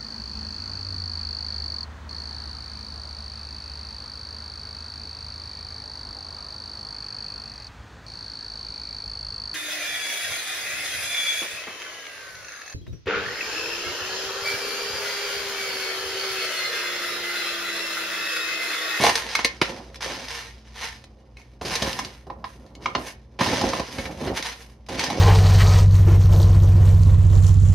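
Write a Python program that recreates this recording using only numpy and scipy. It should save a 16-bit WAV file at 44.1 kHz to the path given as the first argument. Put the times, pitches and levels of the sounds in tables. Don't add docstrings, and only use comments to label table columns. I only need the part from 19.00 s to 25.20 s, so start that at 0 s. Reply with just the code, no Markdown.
import sys
import numpy as np
from scipy import signal
from scipy.fft import rfft, irfft
from scipy.io import wavfile

SR = 44100
rng = np.random.default_rng(int(sys.argv[2]) if len(sys.argv) > 2 else 0)


def master(y):
    cut = np.clip(np.atleast_2d(y).T, -1, 1)
    pcm = np.round(cut * 32767)
    wavfile.write(sys.argv[1], SR, pcm.astype(np.int16))


N = 273420

# (time [s], crack [dB], wall thud [dB], pipe ring [dB],
# contact time [s], hardness [dB], pitch the pipe favours [Hz])
KNOCKS = [(0.0366, -12, -12, -6.5, 0.0034, 5, 680), (0.0462, -7, -31, -11.5, 0.0042, -7, 885),
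          (0.0645, -11.5, -22.5, -10.5, 0.011, -2.5, 820), (0.081, -20, -37, -11, 0.007, -3, 760),
          (0.0929, -11, -24, -12, 0.006, -2.5, 840), (0.154, -13.5, -52, -16.5, 0.0034, 7, 1780),
          (0.3511, -9, -42, -12, 0.0035, 1, 2170), (0.3895, -17.5, -27, -22, 0.0065, -6, 1110),
          (0.4458, -13, -22, -15, 0.0061, 4.5, 2170), (0.614, -8, -11.5, -15, 0.0076, -6.5, 470),
          (0.9436, -37, -63, -53, 0.0034, 4, 1000), (0.9562, -42, -60, -60, 0.005, 11, 1000),
          (1.006, -28.5, -57, -53, 0.0073, -2, 1200), (1.283, -30, -39, -42, 0.0044, 3, 1020),
          (2.0395, -43.5, -41, -61, 0.0032, 8.5, 936), (2.369, -39.5, -59, -36, 0.003, 1, 2490),
          (2.4157, -41, -56.5, -57, 0.0014, 2, 2200), (2.612, -31.5, -24, -23, 0.0076, -2, 750),
          (2.6501, -35.5, -23, -23.5, 0.014, 7.5, 380), (2.753, -23.5, -48, -48, 0.0073, 8.5, 2200),
          (2.8208, -27, -16, -44, 0.0097, 8.5, 2150), (2.872, -36, -21, -22, 0.0089, -2, 950),
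          (2.9286, -29, -36, -53, 0.0026, 11, 1830), (2.989, -19.5, -32, -19.5, 0.0062, -0.5, 1020),
          (3.0475, -26, -55, -40, 0.0032, 4, 2200), (3.267, -53, -34.5, -72, 0.0055, 3, 855),
          (3.3001, -31.5, -26.5, -22.5, 0.0034, -12, 890), (3.441, -27.5, -34.5, -21, 0.0063, -16, 1016),
          (3.6635, -50.5, -58, -72, 0.0019, 9, 1000), (3.751, -43, -51, -56, 0.0022, 11, 2180),
          (3.8579, -13.5, -31, -10.5, 0.0038, -17, 1220), (3.9498, -14.5, -21.5, -13.5, 0.0055, -35, 1110),
          (4.3893, -24.5, -35, -25.5, 0.012, -11, 824), (4.408, -15.5, -15, -13, 0.012, -6, 980),
          (4.461, -22, -31, -16.5, 0.0055, -1, 880), (4.5297, -21.5, -22, -20, 0.01, -5, 835),
          (4.612, -20.5, -27, -15, 0.0057, 1, 820), (4.6373, -36, -12.5, -13.5, 0.0082, -5, 674),
          (4.688, -27.5, -34.5, -31, 0.004, 6.5, 735), (4.7327, -29, -21, -14.5, 0.0083, -17, 1130),
          (4.796, -23, -19, -18.5, 0.0062, -0.5, 930), (4.9831, -28, -23, -51, 0.01, -0.5, 800),
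          (5.0542, -27, -29, -40.5, 0.01, -3.5, 1830), (5.272, -26, -22.5, -18, 0.016, -14, 400),
          (5.425, -26.5, -53, -35, 0.0021, 11.5, 2150), (5.863, -47.5, -62, -59, 0.006, 3.5, 1830),
          (5.886, -38.5, -40, -28, 0.01, 6, 860), (5.993, -22.5, -41, -28, 0.0061, 6, 2440),
          (6.0378, -20.5, -40, -22, 0.007, 3.5, 900), (6.1007, -38, -19, -17, 0.0039, 17.5, 820)]
# (start [s], swell [s], level [dB], time to fade 20 dB [s], treble gain [dB])
KIBBLE_SLIDES = [(-.1, .13, -23, 0.31, 5.5), (.1, 0.25, -35.5, 0.28, -9), (.61, 0.025, -39.5, 0.3, -1),
                 (1.004, 0.02, -33, 0.39, -1), (1.01, 0.024, -31.5, 0.16, 3),
                 (1.2, .17, -34.5, 0.1758, 2.5), (1.5, 0.25, -55.5, 0.03, -6), (1.73, 0.1, -34, 0.16, 1.5),
                 (2.36, 0.034, -56.5, .2, 2.5), (2.61, 0.016, -38, 0.36, 7), (2.62, 0.11, -30.5, 0.23, 3),
                 (2.8, 0.066, -30.5, 0.263, 5), (3.44, 0.012, -52.5, 0.28, 7), (3.8, 0.031, -47, 0.3, 0.5),
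                 (3.94, .15, -37.5, 0.05, 8), (4.388, 0.01, -32, 0.33, -1), (4.4, 0.047, -30.5, 0.24, 2),
                 (4.47, .07, -28, 0.25, -3), (4.56, 0.11, -31, 0.29, 0.5), (4.88, 0.077, -37.5, 0.23, 6),
                 (5.14, .11, -36, 0.12, 4.5), (5.33, 0.043, -29, 0.0555, 3.5), (5.41, 0.049, -31, 0.1, 3),
                 (5.5, .12, -47, .13, 8), (5.885, 0.011, -38.5, 0.7, 1), (5.965, 0.018, -29.5, 0.35, -5)]
# (start [s], swell [s], level [dB], time to fade 20 dB [s], bass gain [dB])
PAW_SHOVES = [(-.05, 0.057, -21.5, 0.12, 0), (.03, 0.061, -33, 0.02, -13), (.14, 0.079, -43.5, .18, -10),
              (.34, .04, -47.5, 0.7, -12), (.64, 0.046, -33.5, 0.25, -2), (1.02, 0.041, -37.5, 0.29, -5.5),
              (2.608, 0.021, -34, 0.4, 2.5), (2.78, 0.072, -36, 0.22, 4), (2.95, 0.057, -42, 0.2, 6),
              (3.25, 0.03, -41.5, 0.25, 4.5), (3.53, 0.03, -50, 0.55, 8), (3.72, 0.16, -39.5, 0.16, 3),
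              (3.948, 0.011, -30.5, 0.15, 0), (4.39, 0.011, -26.5, 0.4, 3.5), (4.44, 0.096, -28, 0.41, 1),
              (4.58, 0.075, -27, 0.16, -1), (4.9, 0.087, -37.5, .2, 7), (4.98, 0.11, -36, 0.22, 4),
              (5.19, 0.029, -26.5, 0.2348, 2.5), (5.885, 0.019, -31, 0.3, 2), (6.0, 0.16, -26.5, 0.47, 2.5)]
# (frequency [Hz], relative level [dB])
WALL_AND_MIC_SPECTRUM = [(200, -29), (400, -20), (800, -6.5), (1300, -8.5), (2000, -5.5), (4900, -9.5),
                         (6400, -11.5), (7600, -28.5), (8700, -23), (12500, -30.5), (13600, -43),
                         (15800, -40)]
# (frequency [Hz], width [Hz], peak [dB])
WALL_MODES = [(459, 52, 14), (911, 45, 7.5), (1037, 21, 6.5), (1825, 44, 8.5), (2194, 55, 3.5),
              (5120, 310, 2), (6500, 190, -2.5)]
# (frequency [Hz], relative level [dB])
FRAME_SPECTRUM = [(40, -4.5), (65, 1), (120, 1), (210, 2), (380, 1), (540, -0.5), (800, -2), (1200, -10.5),
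                  (2500, -47)]
# (frequency [Hz], width [Hz], peak [dB])
HOLLOW_MODES = [(255, 60, 3), (377, 42, 4.5), (535.3, 29, 8.5)]
# (frequency [Hz], relative level [dB], t60 [s])
PIPE_MODES = [(380, -2, 0.12), (506, -3.5, 0.05), (701.6, -0.5, .045), (820, -1, 0.058), (984, -4, 0.063),
              (1027.7, -7, 0.11), (1064, -3, 0.052), (1196, -3.5, 0.043), (1825, -4, 0.03),
              (2170, 0.5, 0.042), (2504, -1.5, .03)]
# (frequency [Hz], level ahead of the microphone [dB])
MOTOR_TONES = [(54.2, -58), (59.0, -50.5), (121.9, -57.5), (216.8, -61)]
# (frequency [Hz], relative level [dB])
AIR_SPECTRUM = [(30, 1), (69, 17), (167, 3), (462, -2.5), (691, -27), (978, -16), (1420, -22), (5280, -45),
                (12800, -56.5), (15000, -73)]
# (frequency [Hz], t60 [s], level [dB])
ROOM_DECAY = [(60, 0.18, -39), (374, 0.099, -11), (1460, 0.28, -4.5), (5150, 0.12, -2.5),
              (9100, 0.049, 2.5), (14700, 0.11, 4)]
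# (frequency [Hz], left minus right [dB])
LEFT_SHADE = [(150, 0.), (350, -2.), (700, -3.5), (1400, -2.3), (2800, -.6), (9000, 0.)]

CRACK_ATTACK_S, THUD_ATTACK_S, PIPE_ATTACK_S = 0.0016, 0.0032, 0.0017
SWELL_POWER, FADE_POWER = 1.09, 1.265
MODE_WANDER = .015
OFF_PITCH_DB_PER_OCTAVE = 22


def from_db(db):
    return 10 ** (np.asarray(db) / 20)


def rms_one(x):
    return x / np.sqrt(np.mean(x ** 2) + 1e-20)


def at_hz(table, hz, column=1):
    table = np.array(table)
    return np.interp(np.log(hz), np.log(table[:, 0]), table[:, column])


def filtered(x, hz, kind, order=2):
    return signal.sosfilt(signal.butter(order, hz, kind, fs=SR, output="sos"), x)


def through(x, response):
    return signal.oaconvolve(x, response)[:N]


def drift(rate_hz):
    step = 40
    pole = np.exp(-2 * np.pi * rate_hz * step / SR)
    slow = signal.lfilter([1], [1, -2 * pole, pole * pole], rng.standard_normal(N // step + 2002))[2000:]
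    return np.interp(np.arange(N) / step, np.arange(len(slow)), rms_one(slow))


def grains(per_s, spread_db):
    sizes = from_db(spread_db * np.minimum(rng.exponential(1, N), 4)) * rng.choice([-1, 1], N)
    return rms_one(sizes * (rng.random(N) < per_s / SR))


def body(spectrum, modes=(), scatter_db=0, size=8192):
    hz = np.maximum(np.arange(size // 2 + 1) * SR / size, 1)
    level = at_hz(spectrum, hz)
    for mode_hz, width, db in modes:
        mode_hz *= 1 + MODE_WANDER * rng.standard_normal()
        level += (db + scatter_db * rng.standard_normal()) / (1 + (2 * (hz - mode_hz) / width) ** 2)
    cepstrum = irfft(np.log(from_db(level)))
    cepstrum[1:size // 2] *= 2
    cepstrum[size // 2 + 1:] = 0
    response = irfft(np.exp(rfft(cepstrum)))[:size // 2]
    return response / np.linalg.norm(response)


def strike_spots(strikes, spectrum, modes, hold_samples):
    spot = rng.integers(0, 6, N // hold_samples + 1).repeat(hold_samples)[:N]
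    return sum(through(strikes * (spot == k), body(spectrum, modes, scatter_db=3.0)) for k in range(6))


def swells(rows, rest_db, step=32):
    start_s, swell_s, db, fade_s, colour_db = np.transpose(rows)[:, :, None]
    age = np.arange(0, N + step, step) / SR - start_s
    rise = np.clip(age / swell_s, 0, 1) ** SWELL_POWER
    fall_db = 20 * (np.maximum(age - swell_s, 0) / fade_s) ** FADE_POWER
    power = (rise * from_db(db - fall_db)) ** 2
    total = power.sum(axis=0) + from_db(rest_db) ** 2
    colour = (power * colour_db).sum(axis=0) / total
    grid = np.arange(N) / step, np.arange(len(total))
    return np.interp(*grid, 10 * np.log10(total)), np.interp(*grid, colour)


def room_tone():
    shared, side = [from_db(-54) * through(rng.standard_normal(N), body(AIR_SPECTRUM)) for _ in range(2)]
    return shared + from_db(-6.5) * filtered(side, 400, "high") * [[1], [-1]]


def appliance_hum():
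    t = np.arange(N) / SR - .03
    hum = np.zeros(N)
    for hz, db in MOTOR_TONES:
        amplitude = np.sqrt(2) * from_db(db + 1.1 * drift(1.7))
        hum += amplitude * np.cos(2 * np.pi * hz * t + 0.22 * drift(1.0))
    return hum


def room_tail(direct):
    age, tails = np.arange(SR // 2) / SR, np.zeros((2, SR // 2))
    for hz in 63 * 2. ** np.arange(0, 8, .5):
        band = filtered(rng.standard_normal(tails.shape), [hz / 2 ** .25, hz * 2 ** .25], "band")
        t60 = max(at_hz(ROOM_DECAY, hz), .05)
        fade = from_db(at_hz(ROOM_DECAY, hz, column=2) - 60 * age / t60) * np.minimum(age / 0.0028, 1)
        tails += band * fade * np.sqrt(6 * np.log(10) / (t60 * SR))
    return np.array([through(direct, tail) for tail in tails])


def knock_contacts(hard, length=2048):
    out, age = np.zeros(N + length), np.arange(length) / SR
    attack = np.minimum(age / (CRACK_ATTACK_S if hard else THUD_ATTACK_S), 1)
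    for time_s, crack_db, thud_db, _, contact_s, hardness_db, _ in KNOCKS:
        noise = rng.standard_normal(length)
        if hard:
            dull = filtered(noise, 4000, "low")
            noise = dull + from_db(hardness_db) * (noise - dull)
        envelope = from_db(crack_db if hard else thud_db) * attack * np.exp(-age / contact_s)
        start = round(time_s * SR)
        out[start:start + length] += envelope * noise
    return out[:N]


def frame_rumble():
    level_db, bass_db = swells(PAW_SHOVES, rest_db=-59)
    shake = from_db(level_db + 2 * drift(20)) * grains(1400, spread_db=2.5)
    shake += knock_contacts(hard=False)
    shake += (from_db(bass_db) - 1) * filtered(shake, 270, "low")
    return strike_spots(shake, FRAME_SPECTRUM, HOLLOW_MODES, hold_samples=2000)


def pipe_ring():
    time_s, _, _, ring_db, _, _, favoured_hz = np.transpose(KNOCKS)
    out, rise = np.zeros(N), np.exp(-1 / (PIPE_ATTACK_S * SR))
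    for hz, db, t60 in PIPE_MODES:
        strikes = np.full(N, 1e-18)
        off_pitch_db = OFF_PITCH_DB_PER_OCTAVE * np.abs(np.log2(hz / favoured_hz))
        strikes[np.round(time_s * SR).astype(int)] = from_db(ring_db + db - off_pitch_db)
        decay, w = from_db(-60 / (t60 * SR)), 2 * np.pi * hz / SR
        ring = signal.lfilter([0, np.sin(w)], [1, -2 * decay * np.cos(w), decay ** 2], strikes)
        out += signal.lfilter([1 - rise, 0, rise - 1], [1, -2 * rise * np.cos(w), rise ** 2], ring)
    return out


def bottle_rattle():
    level_db, treble_db = swells(KIBBLE_SLIDES, rest_db=-71.5)
    pieces = grains(2800, spread_db=3.5)
    tumble = from_db(level_db + 1.85 * drift(20)) * pieces
    tumble += (from_db(treble_db) - 1) * filtered(tumble, 7500, "high")
    strikes = tumble + knock_contacts(hard=True)
    return strike_spots(strikes, WALL_AND_MIC_SPECTRUM, WALL_MODES, hold_samples=700)


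def scene():
    toy = bottle_rattle() + frame_rumble() + pipe_ring()
    return toy + room_tail(toy) + appliance_hum() + room_tone()


def record(dry):
    half_db = at_hz(LEFT_SHADE, np.maximum(np.arange(257) * SR / 512, 1)) / 2
    shades = [np.roll(irfft(from_db(db)), 256) for db in (half_db, -half_db)]
    ports = [signal.oaconvolve(side, shade)[256:256 + N] for side, shade in zip(dry, shades)]
    ports = filtered(ports, 46, "high", order=6)
    return signal.sosfilt(signal.cheby2(12, 70, 15900, fs=SR, output="sos"), ports)


dry = scene()
out = record(dry)
master(out)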